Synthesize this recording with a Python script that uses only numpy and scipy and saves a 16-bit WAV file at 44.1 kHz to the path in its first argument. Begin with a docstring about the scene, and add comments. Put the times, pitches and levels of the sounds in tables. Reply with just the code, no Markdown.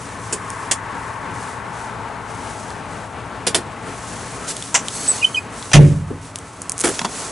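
"""A low hum and a far car passing, then clacks, a squeak and a booming door slam at an excavator cab.
Tyre roar sinks in pitch in the dusk air. Jacket cloth slides; switches and levers rattle and ring.
The door leaves its catch, its dry hinge rasps and slips, and the slam drives the cab's air and panels.
Last, a zip pull bounces to rest, a shoe scuffs and a few knocks follow."""
import sys
import numpy as np
from scipy import signal
from scipy.fft import irfft, next_fast_len
from scipy.io import wavfile
from scipy.ndimage import uniform_filter1d

SR = 44100
rng = np.random.default_rng(int(sys.argv[2]) if len(sys.argv) > 2 else 0)


def file_out(sig):
    """Save sig as 16-bit WAV at sys.argv[1]."""
    # one column per channel
    cols = np.atleast_2d(sig).T
    # limit, then scale
    lim = np.clip(cols, -1, 1)
    pcm = np.round(lim * 32767).astype(np.int16)
    wavfile.write(sys.argv[1], SR, pcm)


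N = 322371

# Base spectra: outdoor air, cloth, tick, door shudder. Each row: frequency in Hz, relative density in dB.
AIR_DB = [(15, -49), (25, -27.5), (54, -5), (81, -4.5), (110, -3.5), (141, -4), (165, -6), (381, -8),
          (456, -8.5), (635, -9.5), (740, -9.5), (1060, -7.5), (3160, -23), (8970, -30), (11000, -38.5),
          (14300, -66), (22000, -120)]
CLOTH_DB = [(150, -7), (400, 0), (1200, -4.5), (2300, -4), (3400, -3.5), (5000, -1.5), (6200, 2), (7100, 1),
            (8000, 2.5), (9100, 0), (10400, 0.5), (11500, -10)]
TICK_DB = [(300, -17), (1200, -11), (3000, -11), (5000, -7.5), (7500, 0), (9500, 1), (11000, -6)]
SHUDDER_DB = [(20, -5), (35, -3), (60, -1), (100, 8), (150, 1.5), (220, -0.5), (340, -3.5), (480, -6.5),
              (650, -17), (900, -32), (2000, -24.5), (6000, -41.5)]
# Air envelope. Each row: time in seconds, level in dB.
AIR_LEVEL_DB = [(0, -34.5), (3.3, -32.5), (4.9, -33.5), (5.6, -34), (6.0, -39), (6.6, -37.5), (6.9, -34)]
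# Outdoor balance. Each row: time in seconds, left minus right in dB.
OUTDOOR_PAN_DB = [(0, 3.5), (2.5, 5), (7.3, 0)]
# Hum partials. Each row: frequency in Hz, relative level in dB, slope in dB per second.
HUM_PARTIALS = [(80, -49.5, -.9), (99, -44.5, -0.93), (116.7, -42, -.8), (167, -47, -0.67),
                (278.5, -51.5, 0.7), (458, -60, -.5)]
# Tyre roar spectrum. Each row: multiple of the centre frequency, relative density in dB.
TYRE_DB = [(.3, -33), (.7, -9.5), (.9, 3.5), (1.05, 3), (1.25, -4.5), (1.65, -4), (2.3, -14.5), (4, -40)]
# Arm and shoulder moves. Each row: midpoint in seconds, length in seconds, peak level in dB.
CLOTH_STROKES = [ (0.024, 0.38, -40), (0.284, 0.4, -41), (0.58, 0.48, -41.5), (1.06, 0.36, -45.5),
                 (1.44, 0.32, -40), (1.81, 0.24, -42.5), (2.522, 0.64, -40), (2.963, 0.3, -45),
                 (4.188, 0.83, -36.5), (4.5, 0.061, -23), (4.6, 0.44, -34), (5.07, 0.61, -29.5),
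                 (5.65, 0.34, -36), (5.86, 0.34, -40.5), (6.266, .13, -41.5), (6.586, 0.68, -46),
                 (6.925, 0.35, -30), (7.205, 0.34, -29.5)]
# Zip and cloth ticks. Each row: start in seconds, relative level in dB, mid-range boost in dB.
TICKS = [(.503, -20, 3), (2.704, -26, 17), (4.567, -19, 9), (4.6245, -18, 21), (4.884, -12.5, 18),
         (5.6266, -25, 20), (6.3582, -16.5, 5), (6.387, -22.5, 0), (6.6184, -14, -13), (6.6956, -9.5, -9),
         (6.7195, -13, -20)]

# Spectra of struck parts. Each row: frequency in Hz, relative density in dB.
SWITCH = [(88, -42), (150, -12), (262, -4), (457, 5.5), (873, -31), (1640, -7), (2350, -32), (2520, -8),
          (3240, -13), (3880, -17.5), (5660, -8.5), (8870, -1), (11000, -14), (14300, -44), (22000, -120)]
BUTTON = [(88, -44), (150, -16), (292, -8), (729, -6), (1140, -15), (1760, -6), (2260, -10), (3420, -11),
          (3880, -14), (4560, -10.5), (6890, -3.5), (9530, -4), (11000, -17), (14300, -46), (22000, -120)]
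LEVER = [(59, -39), (100, -6), (464, 0.5), (674, -4), (1220, -14), (1770, -6), (2150, -8), (2570, -6.5),
         (2830, -11), (3120, -6.5), (3880, -10), (4450, -8.5), (5750, -9.5), (9220, -5.5), (11000, -9.5),
         (14300, -37), (22000, -120)]
SPRING = [(1000, -35), (2900, -7), (3550, 18), (3950, -20), (4800, -18), (9000, -19)]
CATCH = [(300, -26), (1000, -4), (2200, -4.5), (3400, -15), (4000, -26), (4600, -20), (5600, 0.5),
         (7600, 4), (8800, -7), (10000, -22)]
LOCK = [(350, -31), (600, 0.5), (1100, -9), (1570, -4.5), (2680, -5), (3140, -4.5), (4050, -15), (6130, -8),
        (7640, -15), (9980, -19), (11000, -22), (14300, -55), (22000, -120)]
STEP = [(30, -32), (71, -13), (120, -11), (402, 3), (696, -7), (942, -8.5), (1060, -21), (1160, -9.5),
        (2610, -18.5), (3220, -17.5), (3670, -23.5), (7680, -16), (11000, -15.5), (14300, -46),
        (22000, -120)]
PANEL = [(60, -19), (130, -2.5), (220, 3.5), (450, -13.5), (700, -6), (1000, -5), (1600, -23), (3000, -23),
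         (5500, -25.5), (10000, -33)]
# Blows. Each row: start in seconds, level in dB, edge T60 in seconds, body boost in dB, part spectrum.
BLOWS = [ (0.3258, -18, 0.09, 1.5, SWITCH), (.7125, -13, 0.085, -5, BUTTON), (.7135, -19, 0.028, 0, SPRING),
         (3.4672, -13.3, 0.092, 2.5, LEVER), (3.5460, -12.8, 0.105, -1.5, LEVER),
         (3.5465, -17, 0.022, 6, SPRING), (3.665, -30, 0.06, 9, PANEL), (4.7432, -11, 0.12, 0, CATCH),
         (4.7493, -16.5, 0.11, -7, LOCK), (5.716, -23.5, 0.057, 9, LOCK), (6.103, -21.5, 0.07, 32, STEP),
         (6.992, -13.5, 0.016, -6, LOCK), (7.015, -19.5, 0.027, -7, PANEL),
         (7.047, -13, 0.042, -10.5, PANEL)]
# First blows of door latch and shoe scuff; same columns.
LATCH_BLOW = (5.733, -6, .08, -8, LOCK)
SCUFF_BLOW = (6.838, -13, 0.083, -7, STEP)
# Modes: small steel parts, door catch, shut cab.
# Each row: frequency in Hz, relative level in dB, T60 in seconds.
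STEEL_MODES = [(1945, -21, 0.061), (3300, -20.5, 0.14), (3505, -20.5, 0.14), (5820, -14, 0.046),
               (7000, -16, .05), (9070, -15, 0.027)]
CATCH_MODES = [(1000, 2, .17), (1970, 2, .15), (2490, -3, .13), (5780, -1, .13), (6760, -1, .13)]
CAB_MODES = [(41.3, -25, 1), (80.3, -22, 0.9), (94.9, -17, 1.05), (121.8, -18, 0.82), (143.2, -1, 0.47),
             (160, -12.5, 0.87), (197.6, -18.5, 0.64), (266.4, -23, 0.54), (282, -21.5, 0.56),
             (354.8, -21.5, .35), (408, -26, 0.22), (498.6, -23, 0.2), (548, -27, 0.22), (569, -25, 0.47)]
# Hinge resonances. Each row: centre in Hz, width in Hz, relative level in dB.
RASP_BANDS = [(4400, 160, -3.5), (6400, 370, -4), (7950, 230, 1), (10500, 700, -6.5)]
# Hinge rub over the swing. Each row: time in seconds, level in dB.
RASP_LEVEL_DB = [(4.87, -70), (4.94, -30.5), (5.12, -32), (5.26, -44), (5.37, -37.5), (5.55, -68)]
# Hinge slips. 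Each row: start in seconds, length in seconds, pitch in Hz, level in dB.
HINGE_SLIPS = [ (5.076, .03, 8060, -12), (5.102, .007, 7970, -11.5), (5.113, .006, 7850, -13),
               (5.215, .012, 2800, -25), (5.225, 0.019, 2482, -14.5), (5.2442, .011, 3050, -6),
               (5.346, 0.0077, 3104, -17), (5.357, .0062, 3020, -18.5), (5.364, 0.032, 2487, -16.5)]


def amp(db):
    """dB to gain."""
    return 10 ** (np.asarray(db) / 20)


def unit_rms(x):
    """Scale to RMS 1."""
    return x / np.sqrt(np.mean(x ** 2) + 1e-20)


def spectrum_db(rows, hz):
    """Interpolate a spectrum over log frequency."""
    row_hz, db = np.transpose(rows)
    return np.interp(np.log(hz + 1e-6), np.log(row_hz), db)


def curve_db(rows, t):
    """Interpolate a curve over time."""
    return np.interp(t, *np.transpose(rows))


def panned(x, pan_db):
    """Pan by left minus right level."""
    return x * amp(np.array([[.5], [-.5]]) * pan_db)


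def add(mix, start_s, sound):
    """Mix in a stereo sound."""
    span = mix[:, round(start_s * SR):][:, :sound.shape[1]]
    span += sound[:, :span.shape[1]]


def noise(size, colour_db, spread):
    """Stereo noise, RMS 1; spread is the side gain, which falls off in the bass."""
    hz = np.fft.rfftfreq(2 * next_fast_len(size // 2 + 1), 1 / SR)
    mid, side = np.exp(2j * np.pi * rng.random((2, len(hz))))
    side = side * spread * hz / np.hypot(hz, 110)
    return unit_rms(irfft(np.array([mid + side, mid - side]) * amp(colour_db(hz)))[:, :size])


def wander(size, rate_hz):
    """Smooth random motion, RMS 1, three points per cycle."""
    position = np.arange(size) * 3 * rate_hz / SR
    points = rng.standard_normal(int(position[-1]) + 2)
    k = position.astype(int)
    blend = np.sin(np.pi / 2 * (position - k)) ** 2
    return unit_rms(points[k] * (1 - blend) + points[k + 1] * blend)


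def attack(t, rise_s):
    """Exponential rise to 1."""
    return 1 - np.exp(-t / rise_s)


def decay(t, t60_s, hold_s=0):
    """Hold, then fall 60 dB per T60."""
    return np.exp(-np.log(1000) * np.maximum(t - hold_s, 0) / t60_s)


def air(t, swell_db=1.27):
    """Broad outdoor noise, gently swelling, with treble and bass shelved down."""
    def colour_db(hz):
        treble_cut_db = 7 * np.clip((hz - 2500) / 3000, 0, 1)
        bass_cut_db = 3 / (1 + (hz / 150) ** 2)
        return spectrum_db(AIR_DB, hz) - treble_cut_db - bass_cut_db
    return noise(N, colour_db, 0.19) * amp(curve_db(AIR_LEVEL_DB, t) + swell_db * wander(N, 4.2))


def hum(t, gain_db=1.9, waver=0.53, drift_hz=2):
    """Low partials, each wavering in level and pitch."""
    out = np.zeros(N)
    for hz, db, slope_db_per_s in HUM_PARTIALS:
        envelope = amp(db + gain_db + slope_db_per_s * t) * (1 + waver * wander(N, 12))
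        phase = 2 * np.pi * np.cumsum(hz + drift_hz * wander(N, 3)) / SR
        out += envelope * np.sin(phase)
    return out


def passing_car(t, peak_db=-32.5, near_s=0.57, leave_s=1.85, rise_db_per_s=14, fade_db_per_s=6,
                pass_hz=984, sink_hz=103, pass_s=1.48, glide_s=0.9):
    """Tyre roar nears, holds and fades, sinking in pitch as the car passes."""
    hz, frame_s, bins = signal.stft(noise(N, np.zeros_like, 0.34), SR, nperseg=1024)
    centre_hz = pass_hz - sink_hz * np.tanh((frame_s - pass_s) / glide_s)
    bins *= amp(spectrum_db(TYRE_DB, hz[:, None] / centre_hz))
    roar = signal.istft(bins, SR)[1][:, :N]
    drop_db = rise_db_per_s * np.maximum(near_s - t, 0) + fade_db_per_s * np.maximum(t - leave_s, 0)
    return unit_rms(roar) * amp(peak_db - drop_db)


def outdoors(reflection_gain=0.11):
    """Air, hum and car; the cab and digging arm reflect air and car."""
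    t = np.arange(N) / SR
    ambience, drone = air(t), hum(t)
    far = ambience + passing_car(t)
    delays_s = rng.uniform(0.002976, .025, 4)
    reflections = sum(np.roll(far, round(delay_s * SR), axis=1) for delay_s in delays_s)
    return panned(far + reflection_gain * reflections + drone, curve_db(OUTDOOR_PAN_DB, t))


def jacket(rest_db=-51, speed_exponent=0.98, drag_db=1.0, grain_db=1.07):
    """Cloth on cloth: level follows sliding speed; threads catch in fine grains."""
    t = np.arange(N) / SR
    power = np.full(N, amp(rest_db) ** 2)
    for middle_s, length_s, db in CLOTH_STROKES:
        moving = abs(t - middle_s) < length_s / 2
        speed = np.cos(np.pi * (t[moving] - middle_s) / length_s)
        power[moving] += (amp(db) * speed ** speed_exponent) ** 2
    roughness = amp(drag_db * wander(N, 20) + grain_db * wander(N, 300))
    return noise(N, lambda hz: spectrum_db(CLOTH_DB, hz), 0.29) * np.sqrt(power) * roughness


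def zip_bounces(start_s=6.780, gap_s=.011, gap_ratio=.76, first_db=-16.5, grow_db=1.3, boost_db=-15):
    """Tick rows for a zip pull bouncing to rest: gaps shrink, levels grow."""
    starts_s = [start_s + gap_s * sum(gap_ratio ** j for j in range(k)) for k in range(6)]
    return [(s, first_db + k * grow_db, boost_db) for k, s in enumerate(starts_s)]


def ticks(gain_db=3, t60_s=0.0062, tail_db=-22, tail_t60_s=0.12, boost_hz=3300, width_oct=0.49):
    """Tiny close snaps of zip pull and cloth, each with a faint tail."""
    out, t = np.zeros((2, N)), np.arange(2 ** 11) / SR
    envelope = decay(t, t60_s) + amp(tail_db) * decay(t, tail_t60_s)
    for start_s, db, boost_db in TICKS + zip_bounces():
        def colour_db(hz):
            offset_oct = np.log2((hz + 1) / boost_hz)
            return spectrum_db(TICK_DB, hz) + boost_db * np.exp(-(offset_oct / width_oct) ** 2)
        add(out, start_s, amp(db + gain_db) * noise(len(t), colour_db, 0.15) * envelope)
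    return out


def stutter(blow, count, body_step_db, t60_ratio, gap_s=.0165, fall_db=2.5):
    """Blow rows for a part catching repeatedly, each time weaker, shorter and duller."""
    start_s, db, t60_s, body_db, part = blow
    return [(start_s + k * gap_s, db - k * fall_db, t60_s * t60_ratio ** k,
             body_db + k * body_step_db, part) for k in range(count)]


def clacks(body_hz=600, body_t60_ratio=2.1, rattle_share=0.094, chatter_db=1.7, ripple_db=3):
    """Struck parts rattle and decay: sharp edge, longer low body, ring of small steel parts."""
    out, t = np.zeros((2, N)), np.arange(2 ** 13) / SR
    lowpass = signal.butter(2, body_hz, fs=SR)
    latch = stutter(LATCH_BLOW, count=3, body_step_db=20, t60_ratio=0.93)
    scuff = stutter(SCUFF_BLOW, count=4, body_step_db=1.0, t60_ratio=0.94)
    for start_s, db, t60_s, body_db, part in BLOWS + latch + scuff:
        def colour_db(hz):
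            close_modes = unit_rms(uniform_filter1d(rng.standard_normal(len(hz)), size=18))
            return spectrum_db(part, hz) + ripple_db * close_modes + body_db / (1 + (hz / body_hz) ** 2)
        burst = noise(len(t), colour_db, 0.23)
        low = signal.filtfilt(*lowpass, burst)
        rattle_s = rattle_share * t60_s
        edge = (burst - low) * decay(t, t60_s, rattle_s) * amp(chatter_db * wander(len(t), 400))
        body = low * decay(t, t60_s * body_t60_ratio, rattle_s) * attack(t, rise_s=0.002)
        ring = sum(amp(mode_db) * decay(t, mode_t60_s) * np.sin(2 * np.pi * hz * rng.normal(1, 0.0063) * t)
                   for hz, mode_db, mode_t60_s in STEEL_MODES)
        ring *= amp(-2.7 * max(body_db, 0))  # dull blows ring less
        add(out, start_s, panned(amp(db) * (edge + body + ring), pan_db=-0.6))
    return out


def door_catch(start_s=4.744, gain_db=-21):
    """The steel catch rings freely once the door leaves it."""
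    out, t = np.zeros((2, N)), np.arange(2 ** 13) / SR
    ring = sum(amp(db) * decay(t, t60_s) * np.sin(2 * np.pi * hz * t) for hz, db, t60_s in CATCH_MODES)
    add(out, start_s, panned(amp(gain_db) * ring, pan_db=0))
    return out


def hinge_rasp(judder_db=1.5):
    """The dry hinge rubs, driving narrow resonances."""
    def colour_db(hz):
        power = sum(amp(db) ** 2 / (1 + (2 * (hz - centre_hz) / width_hz) ** 2)
                    for centre_hz, width_hz, db in RASP_BANDS)
        return 10 * np.log10(power)
    t = np.arange(N) / SR
    return noise(N, colour_db, .2) * amp(curve_db(RASP_LEVEL_DB, t) + judder_db * wander(N, 40))


def hinge_squeaks(door_slows_s=5.3, soften_s=.003, flutter=0.002, ring_db=-21, pan_db=-2.0):
    """Slips sing and ring on: bending up as the door gathers speed, down and harsher as it slows."""
    out, t = np.zeros((2, N)), np.arange(2 ** 12) / SR
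    for start_s, length_s, hz, db in HINGE_SLIPS:
        bend, overtone_db = (.005, -24) if start_s < door_slows_s else (-.012, -19)
        size = round((length_s + 2 * soften_s) * SR)
        pitch_hz = hz * (1 + np.linspace(-bend, bend, size) + flutter * wander(size, 150))
        phase = 2 * np.pi * np.cumsum(pitch_hz) / SR
        tone = np.sin(phase) + amp(overtone_db) * (np.sin(2 * phase) + amp(-5) * np.sin(3 * phase))
        slip = np.sqrt(2) * amp(db) * tone * signal.windows.tukey(size, .85)
        add(out, start_s - soften_s, panned(slip, pan_db))
        ring = np.sin(2 * np.pi * hz * t) * decay(t, t60_s=.12) * attack(t, soften_s)
        add(out, start_s + length_s, panned(amp(db + ring_db) * ring, pan_db))
    return out


def door_slam(start_s=5.739, boom_db=2, shudder_db=-11, pitch_lift=0.049, relax_s=0.054):
    """The door squeezes its seal: cab air and panels boom, the frame shudders."""
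    out, t = np.zeros((2, N)), np.arange(SR) / SR
    warped_s = t + pitch_lift * relax_s * attack(t, relax_s)  # squeezed seal is stiffer: starts sharp
    boom = sum(amp(db) * decay(t, t60_s, hold_s=0.062) * np.sin(2 * np.pi * hz * warped_s)
               for hz, db, t60_s in CAB_MODES)
    boom *= amp(boom_db) * attack(t, rise_s=0.012)
    shudder = noise(len(t), lambda hz: spectrum_db(SHUDDER_DB, hz), 0.43)
    shudder *= amp(shudder_db) * attack(t, rise_s=0.0014) * decay(t, t60_s=0.41, hold_s=0.076)
    add(out, start_s, panned(boom + shudder, pan_db=-1))
    return out


def cab_echo(x, t60_s=0.15, wet_db=-19):
    """Short, bright tail off glass and steel."""
    t = np.arange(2 ** 14) / SR
    tail = noise(len(t), np.zeros_like, 0.47) * decay(t, t60_s) * attack(t, rise_s=0.0074)
    return amp(wet_db) * signal.fftconvolve(x, tail / np.linalg.norm(tail[0]), axes=1)[:, :N]


def scene(hinge_send_db=1):
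    """Clacks, catch and hinge echo in the cab; the rest is dry."""
    hits = clacks() + door_catch()
    hinge = hinge_rasp() + hinge_squeaks()
    direct = outdoors() + jacket() + ticks() + door_slam() + hits + hinge
    return direct + cab_echo(hits + amp(hinge_send_db) * hinge)


def record(dry):
    """Soft microphone overload on the slam, then a low-pass."""
    clipped = dry / (1 + dry ** 6) ** (1 / 6)
    cutoff_hz = 11150
    lowpass = signal.firwin(401, cutoff_hz, window=("kaiser", 7), fs=SR)
    return signal.oaconvolve(clipped, lowpass[None], "same")


dry = scene()
out = record(dry)
file_out(out)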